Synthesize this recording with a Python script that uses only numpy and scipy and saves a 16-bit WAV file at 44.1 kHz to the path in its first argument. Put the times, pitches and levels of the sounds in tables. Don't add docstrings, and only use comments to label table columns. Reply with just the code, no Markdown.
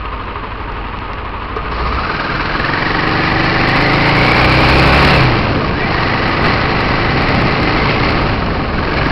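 import sys
import numpy as np
from scipy import signal
from scipy.fft import rfft, irfft, next_fast_len
from scipy.io import wavfile
from scipy.ndimage import uniform_filter1d

SR = 44100
rng = np.random.default_rng(int(sys.argv[2]) if len(sys.argv) > 2 else 0)


def volts(x):
    e = np.asarray(x, float) / 20
    return 10 ** e


def wrap_up_sound(samples):
    columns = np.atleast_2d(samples).T
    tamed = np.clip(columns, -1, 1)
    steps = np.round(tamed * 32767).astype(np.int16)
    wavfile.write(sys.argv[1], SR, steps)


N = 401751
t = np.arange(N) / SR
STEP = 32

# time in seconds, throttle opening from 0 to 1.
THROTTLE = [(0, .01), (1.5, 0.02), (1.75, 0.1), (2.1, 0.29), (2.5, 0.29), (2.75, 0.45), (3.5, 0.84),
            (3.75, 0.96), (5.12, 1.0), (5.3, 0.53), (5.72, 0.16), (5.98, 0.55), (8.15, 0.57), (8.4, 0.12),
            (8.72, 0.06), (8.95, 0.39), (9.11, 0.58)]
# start in seconds, end in seconds.
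COASTS = [
    (5.22, 5.92),
    (8.17, 8.8),
]


def evened(x):
    return x / np.sqrt(np.mean(x ** 2) + 1e-20)


def column(rows, k):
    rows = np.asarray(rows)
    return np.interp(t, rows[:, 0], rows[:, k])


def read(points, hz):
    f, value = np.transpose(points)
    return np.interp(np.log(hz + 1), np.log(f + 1), value)


def coloured(x, points):
    size = next_fast_len(N)
    gain = volts(read(points, np.fft.rfftfreq(size, 1 / SR)))
    return evened(irfft(rfft(x, size) * gain, size)[:N])


def ring(x, hz, width):
    r = np.exp(-np.pi * width / SR)
    return evened(signal.lfilter([1], [1, -2 * r * np.cos(2 * np.pi * hz / SR), r * r], x))


def wander(hz):
    size = next_fast_len(N // STEP + 2)
    lowpass = 1 + (np.fft.rfftfreq(size, STEP / SR) / hz) ** 2
    slow = irfft(rfft(rng.standard_normal(size)) / lowpass, size)
    return np.interp(np.arange(N) / STEP, np.arange(size), evened(slow))


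def beat(cycles, at, width, spread_db):
    shifted = cycles - at + .5
    strength = volts(spread_db * rng.standard_normal(400))[shifted.astype(int) + 1]
    return strength * np.exp(-.5 * ((shifted % 1 - .5) / width) ** 2)


def slack():
    corners = [(start, start + 0.082, end - .06, end) for start, end in COASTS]
    return np.interp(t, np.ravel(corners), np.tile([0, 1, 1, 0], len(COASTS)))


def swells(rows):
    slow = t[::STEP]
    lift_db = sum(db * np.exp(-.5 * ((slow - s) / width) ** 2) for s, width, db in rows)
    return np.interp(t, slow, lift_db)


def level(name, hz):
    # time in seconds, half width in seconds, lift in dB.
    passes = [(2.55, 0.14, 1), (3.299, 0.23, 0), (6.472, 0.035, 3.5), (7.3, 0.3, 0), (7.85, .1, 1)]
    laws = {"clatter": (-27.5, 3.5, 3.5, 0.268, 0.5), "rasp": (-34.5, 5, 9, 0.21, 0.29),
            "whine": (-36.5, 5.5, 4.5, -0.0749, -0.36), "wind": (-31.5, 2.5, -0.6, 0.0321, 0.44)}
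    idle_hz, roar_hz = 15.8, 29.2
    idle_db, open_db, full_db, per_db, roar_db = laws[name]
    throttle = column(THROTTLE, 1)
    off_idle = np.clip(throttle / 0.12, 0, 1)
    throttle_db = open_db * off_idle + full_db * throttle
    speed_db = per_db * (hz - idle_hz) + roar_db * np.maximum(hz - roar_hz, 0)
    return idle_db + throttle_db + speed_db + swells(passes)


def piston_shake(hz, cycles):
    # frequency in Hz, level in dB.
    frame_shake = [(50, -31), (60, -21), (68, -25), (80, -41), (96, -31.5), (112, -27.5), (126, -18.5),
                   (142, -19.5)]
    overrun_db, low_db_per_hz = -0.5, 0.15
    falling = np.clip(-np.gradient(hz) * SR, 0, 30)
    braking_db = uniform_filter1d(.14 * falling, size=4000)
    hard = np.clip(braking_db - 3.0, 0, 1) * slack()
    hard_db = hard * (overrun_db + low_db_per_hz * np.maximum(130 - 4 * hz, 0))
    shake_db = read(frame_shake, 4 * hz) + hard_db + braking_db + wander(2.7)
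    return volts(shake_db) * np.cos(2 * np.pi * 4 * cycles)


def crank_unbalance(hz, cycles):
    # frequency in Hz, level in dB.
    frame_rock = [(24, -62), (29, -41.5), (34, -29), (46, -38.5), (56, -33.5), (62, -22.5), (70, -19)]
    return volts(read(frame_rock, 2 * hz) - 2 * slack()) * np.cos(2 * np.pi * 2 * cycles + 1.0)


def boom(hz, cycles):
    # frequency in Hz, level in dB.
    pipe = [(25.0, 17), (70.0, -11.7), (105.0, -7.5), (135.0, 5.5), (152.0, 1), (172.0, 4), (205.0, -10.3),
            (240.0, 0), (275.0, -0.7), (297.0, 6), (320.0, 5.5), (360.0, -2.3), (420.0, -12.5), (520.0, 1)]
    # multiple of the firing rate, level in dB.
    orders = [(1, -13.5), (3, 7.5), (5, 4.5), (6, 2.9), (7, 3.5), (8, 0.3), (9, -1.6), (10, 1.1), (11, 0),
              (12, -7), (13, 2.6), (14, -2.5), (15, 0.1), (16, 1.5)]
    # centre in Hz, width in Hz,
    # level in dB at 30 firings a second, dB gained per extra firing.
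    fairing = [(560, 40, 1, 1.1), (775, 35, 1, -.1)]
    slow_hz = hz[::STEP]
    load_db = -31 + 20 * np.log10(np.maximum(column(THROTTLE, 1)[::STEP], .003))
    out = piston_shake(hz, cycles) + crank_unbalance(hz, cycles)
    for k, db in orders:
        idle_db = -39 - 3.3 * np.maximum(k * slow_hz - 112, 0) - 7.1 * np.maximum(slow_hz - 15, 0)
        order_db = np.maximum(load_db + db + read(pipe, k * slow_hz), idle_db) + 0.65 * wander(3.3)[::STEP]
        phase = k * (cycles - .7) + rng.random() * 0.52
        out += np.repeat(volts(order_db), STEP)[:N] * np.cos(2 * np.pi * phase)
    for k in range(17, 34):
        lift = 0
        for f, width, db, gain in fairing:
            lift = lift + volts(db + gain * (slow_hz - 30)) / (1 + ((k * slow_hz - f) / width) ** 2)
        phase = k * cycles + rng.random()
        out += np.repeat(volts(load_db) * lift, STEP)[:N] * np.cos(2 * np.pi * phase)
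    return volts(4.5) * out


def clatter(hz, cycles, bang):
    # frequency in Hz, level in dB per Hz.
    casing = [(88, -57.5), (150, -17), (270, -5), (379, -8.5), (435, 3), (611, -20.5), (858, -25),
              (941, -16), (1500, -4.5), (2900, -12.5), (4210, -24), (6000, -56.5), (7800, -74),
              (13200, -120)]
    # frequency in Hz, width in Hz, level in dB.
    casing_modes = [(458.4, 30, -7), (935, 35, -4), (1140, 70, 0), (1215, 50, -1), (1390, 40, -9)]
    apart = np.clip(15 / hz, 0, 1) ** 0.48
    valves = beat(cycles, .15, .06, 1.5) + beat(cycles, .9, .05, 1.5)
    blows = 0.8 + apart * (bang + .5 * valves)
    drive = rng.standard_normal(N) * blows * volts(0.98 * wander(170))
    modes = sum(volts(db) * ring(ring(drive, f, 2 * width), f, 2 * width) for f, width, db in casing_modes)
    body = (1.3 - 0.46 * apart) * coloured(drive, casing) + apart * modes
    return volts(level("clatter", hz)) * evened(body)


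def rasp(hz, cycles, bang):
    # frequency in Hz, level in dB per Hz.
    intake = [(300, -9.5), (800, 3), (1500, -1.5), (2150, -0.5), (2330, -2), (2500, 2), (2900, -2.5),
              (3500, -15), (4500, -20), (6300, -57)]
    # frequency in Hz, level in dB per Hz.
    throttle_air = [(3000, -21.5), (3600, -4), (4150, 7.5), (4600, 4), (5100, 2.5), (6300, -11)]
    gulp = beat(cycles, 0.0061, 0.14, 4.9)
    flow = 2.2 + 0.42 * bang + 0.42 * gulp
    drive = rng.standard_normal(N) * flow * volts(2.46 * wander(210))
    airbox = volts(-4) * ring(drive, 2365, 70)
    hiss_db = -9.0 - 10 * np.clip((1.715 - t) / .01, 0, 1)
    hiss = volts(hiss_db) * (coloured(drive, throttle_air) + airbox)
    return volts(level("rasp", hz) + 1.0) * (coloured(drive, intake) + hiss)


def whine(hz, fired, bang):
    # time in seconds, share of the mean speed.
    ripple = [(0, .08), (2.5, .08), (2.7, .11), (3.0, .08), (3.5, .065), (3.9, .035), (5.2, .05),
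              (5.9, .04), (8.2, .028), (9.11, .045)]
    # multiple of the engine cycle, level in dB.
    tooth_contacts = [(74.5, 0), (67, -9)]
    # centre in Hz, width in Hz, level in dB.
    cover_modes = [(1330, 150, 3), (1760, 60, 3), (1950, 120, -1), (2340, 70, 4), (2750, 130, 7)]
    surge = 1 + column(ripple, 1) * np.cos(2 * np.pi * fired)
    crank = np.cumsum(hz * surge) / SR + .0015 * wander(50)
    tone = sum(volts(db + 2.0 * wander(60)) * np.cos(2 * np.pi * k * crank) for k, db in tooth_contacts)
    backlash = beat(fired, .55, .1, 3.0) * np.clip((hz - 24) / 2, 0, 1)
    mesh_hz = tooth_contacts[0][0] * hz * surge
    cover = 1 + sum(volts(db) / (1 + ((mesh_hz - f) / width) ** 2) for f, width, db in cover_modes)
    next_gear_db = -3 * (t > COASTS[0][0])
    gear_db = level("whine", hz) - 27.5 * slack() + next_gear_db
    out = volts(gear_db) * cover * evened(tone * (.45 + bang + .6 * backlash))
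    add_take_up(out)
    return out


def add_take_up(out):
    # start in seconds, length in seconds, first pitch in Hz, last pitch in Hz, level in dB.
    take_up = [
        (5.72, .11, 1450, 2000, -25),
        (5.82, .1, 2000, 2050, -23),
        (5.78, .09, 2350, 2360, -23),
        (8.74, .07, 1200, 1650, -30),
    ]
    for s, length, from_hz, to_hz, db in take_up:
        u = np.arange(0, length, 1 / SR) / length
        at = slice(round(s * SR), round(s * SR) + len(u))
        glide = np.cumsum(from_hz + (to_hz - from_hz) * u + 50 * wander(60)[at]) / SR
        swell = volts(db + 3 + 3.0 * wander(50)[at]) * np.sqrt(np.sin(np.pi * u))
        out[at] += swell * np.cos(2 * np.pi * glide)


def wind(hz):
    # frequency in Hz, level in dB per Hz.
    wind_spectrum = [(10, -4), (22, 1), (60, 3.5), (120, -1.5), (250, -1.5), (450, -7.5), (800, -9.5),
                     (1500, -62.5)]
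    # time in seconds, road speed in m/s.
    road = [(0, 2.16), (1.5, 2.4), (2.0, 2.85), (3.5, 2.83), (4.3, 3.7), (5.2, 5.55), (6.1, 4.4), (8.2, 5),
            (9.11, 5.76)]
    # time in seconds, half width in seconds, lift in dB.
    gusts = [(1.85, 0.11, 2.5), (5.55, .12, 1), (6.5, 0.039, 1.5), (7.35, 0.1, 3), (8.219, 0.09, 2),
             (8.7, 0.066, 0)]
    lumps = volts(0.45 * wander(5.4) + 0.78 * wander(43))
    speed_db = 28 * np.log10(np.maximum(column(road, 1), .5) / 2)
    speed_db += swells(gusts)
    return volts(level("wind", hz) + speed_db) * evened(lumps * coloured(rng.standard_normal(N), wind_spectrum))


def knocks():
    # time in seconds, peak in dB, ring in Hz.
    loose_ticks = [(0.2553, -28, 2340), (0.5541, -30, 2060), (0.719, -27, 2860), (0.7706, -34, 2410),
                   (0.844, -32, 2420), (0.9238, -32, 2410), (0.9882, -17, 2660), (1.1334, -16, 2100),
                   (1.2496, -33, 2670), (1.4222, -26, 2120), (1.4915, -29, 2140), (1.562, -23, 2280)]
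    # time in seconds, peak in dB, ring in Hz.
    casing_knocks = [
        (1.249, -14, 1090),
        (1.565, -11.5, 1200),
        (1.567, -10.5, 447),
        (1.59, -28, 1150),
    ]
    out, u = np.zeros(N), np.arange(2000) / SR
    for rows, t60, gritty in ((loose_ticks, .008, .6), (casing_knocks, .05, .1)):
        for s, db, f in rows:
            grit = gritty * 2 * uniform_filter1d(rng.standard_normal(len(u)), size=5)
            out[round(s * SR):][:len(u)] += volts(db - 60 * u / t60) * (np.sin(2 * np.pi * f * u) + grit)
    return out


def scene():
    # time in seconds, firings per second.
    engine_speed = [(0.0, 13.43), (0.75, 11.81), (1.52, 12.87), (1.92, 15.47), (2.16, 20.27), (2.42, 19.29),
                    (2.81, 23.46), (3.61, 25.33), (5.1, 35.58), (5.57, 22.88), (5.7, 21.45), (5.99, 25.6),
                    (7.18, 26.93), (7.86, 27.9), (8.17, 28.0), (8.42, 23.2), (8.72, 21.3), (9.11, 21.74)]
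    hz = column(engine_speed, 1)
    cycles = np.cumsum(hz) / SR
    fired = cycles + .035 * np.clip(hz - 23, 0, 5) + .3
    bang = beat(fired, 0, 0.09, 1.0)
    engine = boom(hz, cycles) + clatter(hz, cycles, bang) + rasp(hz, cycles, bang) + whine(hz, fired, bang)
    return (engine + knocks() + wind(hz))[None]


def roll_off(x):
    return signal.sosfilt(signal.butter(12, 15800, fs=SR, output="sos"), x)


def record(dry):
    slope_hz, edge_hz, ceiling = 5450, 6250, .72
    overloaded = np.clip(dry, -.7, .7)
    dull = signal.sosfilt(signal.butter(14, slope_hz, fs=SR, output="sos"), overloaded)
    edge = signal.firwin(401, edge_hz, window=("kaiser", 10), fs=SR)
    narrow = signal.oaconvolve(dull, edge[None], "same")
    return roll_off(np.clip(narrow, -ceiling, ceiling))


dry = scene()
out = record(dry)
wrap_up_sound(out)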